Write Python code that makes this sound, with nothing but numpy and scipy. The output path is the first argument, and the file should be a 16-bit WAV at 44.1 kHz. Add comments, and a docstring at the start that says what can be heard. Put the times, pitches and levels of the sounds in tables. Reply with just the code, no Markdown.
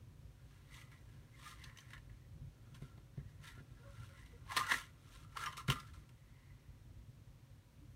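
"""Soft scrapes and sharp knocks of cardboard: a rabbit drags, shakes and tosses a small box
over loose paper bedding in a plastic tub. Each touch rings the panels of the box and rustles
the bedding, while paws and the landing box thump the tub. Underneath lie the low rumble of
a quiet room and the hiss of the microphone."""
import sys
import numpy as np
from scipy import signal
from scipy.io import wavfile
from scipy.ndimage import uniform_filter1d

SR = 44100
rng = np.random.default_rng(int(sys.argv[2]) if len(sys.argv) > 2 else 0)


def unload_audio(sound):
    """Save the sound as a 16-bit wav file, at the path given as the first command line argument."""
    columns = np.transpose(np.atleast_2d(sound))
    # keep every value between -1 and 1, then stretch to whole-number steps
    steps = np.round(np.clip(columns, -1, 1) * 32767)
    wavfile.write(sys.argv[1], SR, steps.astype(np.int16))


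N = 350815

# Drags through the bedding. Each row: crest in seconds, level in dB, swell and fade in seconds per
# 20 dB, rustle in relative dB, pitch of the rubbed panel in Hz. A negative swell leaves a faint tail.
STROKES = [(0.56, -74.5, 0.36, 0.2, -4, 1580), (0.697, -70, 0.05, 0, -11, 1950),
           (0.742, -57.5, 0.0547, 0.14, -7.5, 2130), (0.77, -65, 0.1, 0.18, -13, 1220),
           (0.82, -61.5, 0.21, 0.03, -6, 2100), (0.828, -70, 0.1, 0.03, -12, 1250),
           (0.915, -65, 0, 0.15, -6.5, 2000), (1.12, -73, 0.2, 0.46, -7, 1620),
           (1.395, -63.5, 0.02, 0.04, -4, 1100), (1.43, -61, 0.03, 0.22, -12, 1260),
           (1.476, -55, 0.13, 0.1039, -5.5, 1950), (1.52, -60.5, 0.13, 0.03, -5, 1220),
           (1.67, -67, 0.15, 0.08, -20, 1120), (1.665, -64, 0.05, 0.12, -25, 1830),
           (1.76, -69, 0.05, 0.2, -25, 1830), (1.63, -60, 0.14, 0.157, -9.5, 1940),
           (1.8, -70, 0.1, 0.32, -2.5, 2306), (1.944, -56.5, 0.1, 0.06, -16, 1861),
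           (2.115, -73, 0.1138, 0.23, -12, 1858), (2.7, -75, 0.3, 0.3, -6.5, 1400),
           (2.75, -64, 0.01, 0.05, -4, 1600), (2.822, -65, 0.0419, 0.16, -8.5, 1440),
           (3.19, -68.5, 0.06, 0.05, -14, 1816), (3.3, -69, 0.1, 0.06, -11, 1791),
           (3.44, -58, 0.03, 0.14, -6, 1650), (3.48, -55, 0.07, 0.0654, -7.5, 1976),
           (3.608, -62.5, 0.2, 0.0122, -17, 1470), (3.858, -74, 0.1, 0.2, -25, 1177),
           (4.06, -65, 0.5546, 0.26, -7, 1490), (4.185, -64, 0.1, 0.32, -9.5, 2000),
           (4.51, -49, 0.03, 0.05, -14, 1050), (4.559, -48, 0.015, 0.03, -4, 1740),
           (4.522, -46, 0.05, 0.07, -10, 986), (4.569, -35, 0.01, 0.0784, -8, 1190),
           (4.598, -42.5, 0.0356, 0.06, -16, 1140), (4.63, -47, 0.05, 0.08, -14, 1830),
           (4.665, -45.5, 0.16, 0.16, -19, 1490), (4.721, -29.5, 0.0288, 0.0281, -12, 1857),
           (4.7, -41, 0.02, 0.02, -3.5, 1400), (4.744, -40.5, 0.03, 0.0874, -5.5, 2000),
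           (4.78, -51.5, 0.055, 0.0743, -9.5, 1320), (5.156, -67.5, 0.2, 0.09, -1, 1540),
           (5.25, -68.5, 0.5, 0, -4, 1271), (5.375, -47.5, 0.0151, 0.197, -12, 1125),
           (5.378, -49, -0.02, 0.09, -17, 1790), (5.428, -44.5, 0.0935, 0.0425, -11, 1360),
           (5.438, -47, 0.07, 0.035, -13, 1770), (5.469, -46.5, 0.04, 0.1135, -14.5, 1040),
           (5.577, -50, 0.0038, 0.05, -5.5, 1270), (5.603, -53, 0.06, 0.05, -14, 1110),
           (5.685, -39.5, -0.02, 0.09, -5.5, 1880), (5.703, -40, 0.02, 0.04, -6, 1300),
           (5.722, -39.5, 0.03, 0.01, -6, 1230), (5.755, -49.5, 0, 0.1177, -10.5, 1302),
           (5.843, -53, -0.04, 0.11, -9, 1280), (5.872, -62, 0.03, 0.06, -8, 1580),
           (5.934, -64.5, 0, 0.14, -5.5, 1245), (6.4, -73.5, 0.5, 0.8, -16, 2053)]


def strokes():
    """Gritty friction swells and fades; returns the drive on the card, the crumbs and each panel."""
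    t = np.arange(N) / SR
    rub, crumbs = np.zeros((2, N))
    panels = np.zeros((len(PANEL_MODES), N))
    for s, level_db, swell, fade, rustle_db, hz in STROKES:
        since = t[max(round((s - 2 * swell) * SR), 0):round((s + 2 * fade) * SR)] - s
        start = s + since[0]
        power = gain_of(level_db - 20 * np.maximum(-since / swell, since / fade)) ** 2
        add(rub, start, power)
        add(crumbs, start, gain_of(rustle_db) ** 2 * power)
        for panel, share in zip(panels, panel_shares(hz, reach=.11)):
            add(panel, start, share ** 2 * power)
    contacts = grit(N, per_s=2000, spread_db=1.9)
    crumbs = np.sqrt(crumbs) * grit(N, per_s=3000, spread_db=1.0)
    # The point of contact never stays still, so every panel swells on its own.
    panels = [np.sqrt(panel) * contacts * gain_of(3.2 * drift(16.) - 1.6) for panel in panels]
    return np.sqrt(rub) * contacts, crumbs, panels


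def burst(rise_ms=1.3, hold_until_ms=4.26, t60_ms=23):
    """Envelope of a brief contact: fast attack, short hold, exponential release."""
    ms = 1000 * np.arange(6000) / SR
    return np.minimum(ms / rise_ms, 1) * gain_of(-60 * np.maximum(ms - hold_until_ms, 0) / t60_ms)


# Hits on the box. Each row: start in seconds, level in dB, pitch of the struck panel in Hz,
# crackle in relative dB.
KNOCKS = [(0.507, -66, 1150, -8), (0.903, -66, 880, -14), (0.916, -62, 1950, -22), (1.424, -53, 1210, -21),
          (1.451, -60, 1972, -18), (1.616, -61, 1960, -7.5), (1.638, -54, 2670, -2),
          (1.694, -57, 1925, -16), (1.771, -58.5, 2700, -2), (1.784, -57, 3144, -2.5),
          (1.807, -66, 1911, -2.5), (1.903, -55, 1819, -8), (1.932, -44, 1900, -16),
          (1.977, -53.5, 1791, -14), (2.095, -62, 1889, -19), (2.743, -57, 3100, -8),
          (2.82, -58, 1440, -12), (2.976, -62, 790, -15.5), (3.176, -62, 1930, -25),
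          (3.478, -54, 2107, -11.5), (3.552, -62.5, 1469, -8), (4.087, -64, 1258, -14),
          (4.04, -66, 2770, -4), (4.17, -63, 2093, -12), (4.259, -66, 3100, -3), (4.461, -62, 859, -11),
          (4.506, -54, 1060, -21), (4.519, -38.5, 940, -11), (4.564, -26.5, 1140, -8),
          (4.571, -28, 1750, -8.5), (4.59, -35.5, 1136, -13), (4.665, -37.5, 1360, -12),
          (4.711, -35, 1890, -11), (4.717, -25, 1880, -28), (4.739, -33, 1913, -16),
          (4.814, -52, 2750, -15), (4.835, -58, 3246, -14.5), (5.135, -66, 1200, -2),
          (5.156, -61, 1879, -8), (5.353, -55, 885, -16), (5.368, -39, 1120, -11.5),
          (5.435, -39.5, 1736, -11), (5.458, -36, 1600, -11.5), (5.525, -52, 2900, -6),
          (5.568, -46, 1790, -3.5), (5.575, -46, 4100, -4.5), (5.679, -42, 4200, -5.5),
          (5.684, -35, 1890, -18), (5.699, -29.5, 3300, -8.5), (5.719, -36.5, 1270, -13),
          (5.74, -46, 1280, -18), (5.799, -49, 1284, -8), (6.09, -60, 1600, -6)]


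def knocks():
    """Short gritty blows; returns the drive on the card, the crumbs and each panel."""
    card, crumbs = np.zeros((2, N))
    panels = np.zeros((len(PANEL_MODES), N))
    blow = burst()
    # The crackle has a softer attack than the knock.
    crackle = burst(rise_ms=3, hold_until_ms=3, t60_ms=26)
    for s, level_db, hz, crackle_db in KNOCKS:
        contact = gain_of(level_db) * blow * grit(len(blow), per_s=2800, spread_db=2.0)
        add(card, s, contact)
        add(crumbs, s, gain_of(level_db + crackle_db) * crackle * rng.standard_normal(len(crackle)))
        for panel, share in zip(panels, panel_shares(hz, reach=.13)):
            add(panel, s, share * contact)
    return card, crumbs, panels


# Resonances of the box. Each row: pitch in Hz, width in Hz, level in dB.
PANEL_MODES = [(620, 110, -9), (880, 85, 0), (1050, 60, 1), (1207, 78, 2), (1339, 75, 2.5), (1440, 70, -1),
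               (1600, 110, -3), (1760, 100, 1.5), (1901, 86, 2.5), (2050, 150, 0), (2380, 130, -4),
               (2780, 120, -6), (3100, 130, -2.5), (3510, 130, -10), (4220, 150, -16)]
# Dull tone of the card between its modes. Each row: frequency in Hz, spectral level in dB.
CARD_SPECTRUM = [(150, -45), (330, -9), (520, -16), (1150, 0), (1560, -3), (1900, 1), (2400, -7),
                 (5000, -17.5), (6500, -60), (11000, -110)]


def box(card_drive, rubbed, struck):
    """Rubbed and struck panels ring over the dull body of the cardboard."""
    held_damping = 2.18  # teeth or bedding hold a knocked panel, widening its modes
    modes = np.zeros(N)
    for k, (hz, width, _) in enumerate(PANEL_MODES):
        width = max(width, hz / 30)
        modes += (-1) ** k * (ring(rubbed[k], hz, width) + ring(struck[k], hz, held_damping * width))
    return modes + gain_of(-9) * colour(card_drive, CARD_SPECTRUM)


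def panel_shares(hz, reach, focus=4.):
    """A touch spreads over all panels, favouring those pitched near hz."""
    mode_hz, _, db = np.transpose(PANEL_MODES)[:, :, None]
    weight = gain_of(db) * (1 + focus * np.exp(-(np.log(mode_hz / hz) / reach) ** 2))
    return weight / np.linalg.norm(weight, axis=0)


# Bright rustle of the paper. Each row: frequency in Hz, spectral level in dB.
RUSTLE_SPECTRUM = [(700, -48), (1400, -21.5), (2060, -6.5), (3500, -2), (4200, -6.5), (4970, -8.5),
                   (5780, -8), (7290, -10.5), (9480, -9), (10500, -15), (13000, -17), (15700, -24)]


def bedding(drive):
    """Pushed paper crumbs rustle, and their own short rings add a flickering crunch."""
    crunch = np.zeros(N)
    for hz in np.geomspace(2470, 7070, num=8):
        flicker = gain_of(3.5 * drift(per_s=52))
        crunch += 2500 / hz * ring(drive * flicker, hz, width=148)
    return colour(drive, RUSTLE_SPECTRUM) + gain_of(-15.5) * crunch


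# Crisp accents in the bedding. Each row: start in seconds, level in dB, pitch in Hz.
SNAPS = [(1.638, -56, 3600), (1.638, -56, 4400), (1.638, -58.5, 6100), (1.772, -58, 6050),
         (1.785, -60, 4100), (1.804, -62, 6050), (4.57, -38, 4150), (5.369, -52, 4650), (5.458, -48, 5600),
         (5.699, -37, 2800), (5.798, -57, 5000), (5.936, -64, 4200)]


def snaps():
    """Single crumbs snap, each a tick of noise ringing at its own pitch."""
    out, shape = np.zeros(N), burst()
    for s, level_db, hz in SNAPS:
        tick = gain_of(level_db) * shape * rng.standard_normal(len(shape))
        add(out, s, ring(tick, hz, width=300))
    return out


# Thumps on the tub floor. Each row: start in seconds, level in dB, wall modes in relative dB,
# length of the push in milliseconds.
THUMPS = [(2.817, -35.5, 2.5, 6.025), (2.976, -49, 5, 2.494), (3.174, -29, -1.5, 7.8),
          (3.395, -43.5, -14, 6.8), (3.572, -53.5, 16, 5.613), (3.599, -47, 7, 4.666),
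          (4.568, -49, 18, 2.5), (4.716, -49, 18, 2.5), (5.684, -20.5, 0.5, 6.4), (5.7, -35, 11, 3)]
# Resonances of the tub. Each row: pitch in Hz, width in Hz, level in dB.
TUB_MODES = [(57, 27, -6), (112, 91, 4.5), (131.6, 47, 4.5), (245, 53.6, -8), (380, 46, -12.5),
             (523, 56, -17.5), (676, 135, -6.5)]


def tub():
    """A soft push sets the plastic floor and the higher wall modes swinging."""
    out, t = np.zeros(N), np.arange(9000) / SR
    for s, level_db, wall_db, push_ms in THUMPS:
        # A mode loses 27.3 dB a second for each Hz of width.
        swing = sum(gain_of(db + wall_db * (hz > 200) - 27.3 * width * t) * np.sin(2 * np.pi * hz * t)
                    for hz, width, db in TUB_MODES)
        attack = 1 - np.exp(-(1000 * t / push_ms) ** 2)
        add(out, s, -gain_of(level_db) * swing * attack)
    return out


# Faint squeaks, perhaps of bent cardboard. 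Each row: start in seconds, length in seconds,
# pitch in Hz, level in dB, octave in relative dB.
CREAKS = [(1.326, 0.04, 2100, -64, -31), (3.773, 0.0773, 476, -69, -9), (3.811, 0.06, 1400, -67.5, -30),
          (3.819, 0.11, 557, -61, -7.5), (4.072, 0.091, 548, -67, -19), (4.321, 0.042, 470, -60.5, -19),
          (4.87, 0.051, 2002, -67, -32.5), (7.799, 0.065, 291, -63, -27)]


def creaks():
    """Soft tones with their octave; the higher the squeak, the more it frays."""
    out = np.zeros(N)
    for s, length, hz, db, octave_db in CREAKS:
        t = np.arange(0, length, 1 / SR)
        fray = uniform_filter1d(rng.standard_normal((2, len(t))), 300, axis=1)
        jitter, shimmer = unit_rms(fray) * hz / 2500
        phase = 2 * np.pi * hz * t + jitter
        tone = (np.sin(phase) + gain_of(octave_db) * np.sin(2 * phase)) * (1 + .6 * shimmer)
        add(out, s, gain_of(db) * tone * np.hanning(len(t)))
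    return out


# Short tail of the room. Each row: frequency in Hz, seconds to fall by 60 dB.
ROOM_DECAY = [(300, 0.22), (2000, 0.088), (10000, 0.15)]


def room(x):
    """Sparse echoes of random sign, each band dying at its own speed."""
    echoes = np.zeros(SR // 2)
    slots = np.arange(200, SR // 2 - 20, 20)
    echoes[slots + rng.integers(0, 20, len(slots))] = rng.choice([-1., 1.], len(slots))
    hz, t, bands = signal.stft(echoes, SR, nperseg=256)
    decay = gain_of(-60 * t / curve_at(ROOM_DECAY, hz)[:, None])
    tail = signal.istft(bands * decay, SR, nperseg=256)[1]
    return signal.oaconvolve(x, tail / np.linalg.norm(tail))[:N]


# Low room tone. Each row: frequency in Hz, spectral level in dB.
RUMBLE_SPECTRUM = [(20, -38), (30, -16), (40, -4.5), (56, 3.5), (68, -6.5), (80, -4), (113, 0), (150, -3.5),
                   (180, -19), (225, -14.5), (295, -18.5), (360, -23), (550, -33), (800, -32.5),
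                   (1100, -67)]
# Its fader ride. Each row: time in seconds, level in dB.
RUMBLE_RIDE = [(0.0, -57), (5.9, -57), (6.3, -59), (7.95, -58.5)]


def rumble():
    """Lumpy rumble of the house, its three bands swelling partly together."""
    level_db = np.interp(np.arange(N) / SR, *np.transpose(RUMBLE_RIDE))
    whole = colour(rng.standard_normal(N), RUMBLE_SPECTRUM)
    deep, low = [signal.sosfiltfilt(signal.butter(3, hz, fs=SR, output="sos"), whole)
                 for hz in (70, 170)]
    shared, out = drift(4.7), np.zeros(N)
    for band, flutter_db, per_s in (deep, 3.5, 6), (low - deep, 3, 10.5), (whole - low, 1, 4):
        out += band * gain_of(flutter_db * (.6 * shared + .8 * drift(per_s)))
    return gain_of(level_db - 1) * out


# Noise floor. Each row: frequency in Hz, spectral level in dB.
HISS_SPECTRUM = [(290, -28.5), (500, -6.5), (594, -11.5), (804, -18), (943, -10.5), (1170, -12),
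                 (1560, -13), (1780, -13.5), (5630, -19), (15700, -26.5)]
# Fuzzy background tones. Each row: pitch in Hz, width in Hz, level in dB.
WHINES = [(545, 8.3, -87), (966, 19, -90)]


def hiss():
    """Smooth microphone hiss with two faint, steady whines."""
    floor = gain_of(-75) * colour(rng.standard_normal(N), HISS_SPECTRUM)
    return floor + sum(gain_of(db) * ring(rng.standard_normal(N), hz, width) for hz, width, db in WHINES)


def gain_of(db):
    """Decibels to a factor."""
    return 10 ** (np.asarray(db) / 20)


def unit_rms(x):
    """Scales to rms 1."""
    return x / np.sqrt(np.mean(x ** 2) + 1e-20)


def curve_at(points, hz):
    """Reads a curve on a log-frequency axis."""
    point_hz, value = np.transpose(points)
    return np.interp(np.log(hz + 1), np.log(point_hz + 1), value)


def add(mix, s, sound):
    """Mixes a sound in at s seconds."""
    part = mix[round(s * SR):][:len(sound)]
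    part += sound[:len(part)]


def colour(x, spectrum):
    """Minimum-phase EQ that keeps the rms of white noise."""
    log_gain = np.log(gain_of(curve_at(spectrum, abs(np.fft.fftfreq(32768, 1 / SR)))))
    response = np.exp(np.conj(signal.hilbert(log_gain)))
    taps = np.fft.ifft(response).real[:16384]
    return signal.oaconvolve(x, taps / np.linalg.norm(taps))[:N]


def ring(x, hz, width):
    """One resonance, its width in Hz; keeps the rms of white noise."""
    r = np.exp(-np.pi * width / SR)
    feedback = [1, -2 * r * np.cos(2 * np.pi * hz / SR), r * r]
    return signal.lfilter([1, 0, -1], feedback, x) * np.sqrt((1 - r * r) / 2)


def drift(per_s):
    """Smooth random modulation of rms 1."""
    steps = rng.standard_normal(N // 64 + 2)
    smooth = signal.lfilter(*signal.butter(2, per_s * 128 / SR), steps)
    return np.interp(np.arange(N) / 64, np.arange(len(steps)), unit_rms(smooth))


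def grit(size, per_s, spread_db):
    """Tiny slips of paper: dense noise grains of uneven strength."""
    strength = gain_of(spread_db * np.minimum(rng.exponential(1, size), 5))
    slips = strength * (rng.random(size) < per_s / SR)
    return unit_rms(signal.lfilter([1], [1, -.95], slips) * rng.standard_normal(size))


def scene():
    """Everything in the tub, its echoes and the background, in mono."""
    rub, rustle, rubbed = strokes()
    near = snaps()
    blows, crackle, struck = knocks()
    near += box(rub + blows, rubbed, struck) + bedding(rustle + crackle) + tub() + creaks()
    return (near + gain_of(-7) * room(near) + rumble() + hiss())[None]


# Dips of the microphone housing. Each row: centre in Hz, half width in Hz, gain in dB.
HOUSING_DIPS = [(4860, 320, -3), (7200, 490, -2), (10380, 124, -17.5)]


def record(dry):
    """The microphone cuts the deep bass and top treble, and its housing carves narrow dips."""
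    hz = np.linspace(0, SR / 2, 1025)
    dips_db = sum(db * np.exp(-((hz - centre) / width) ** 2) for centre, width, db in HOUSING_DIPS)
    housing = signal.firwin2(511, hz, gain_of(dips_db), fs=SR)
    high_cut = signal.firwin(1023, 15800, window=("kaiser", 9), fs=SR)
    thinned = signal.sosfilt(signal.butter(2, 32, "high", fs=SR, output="sos"), dry)
    return signal.oaconvolve(thinned, np.convolve(housing, high_cut)[None], "same")


dry = scene()
out = record(dry)
unload_audio(out)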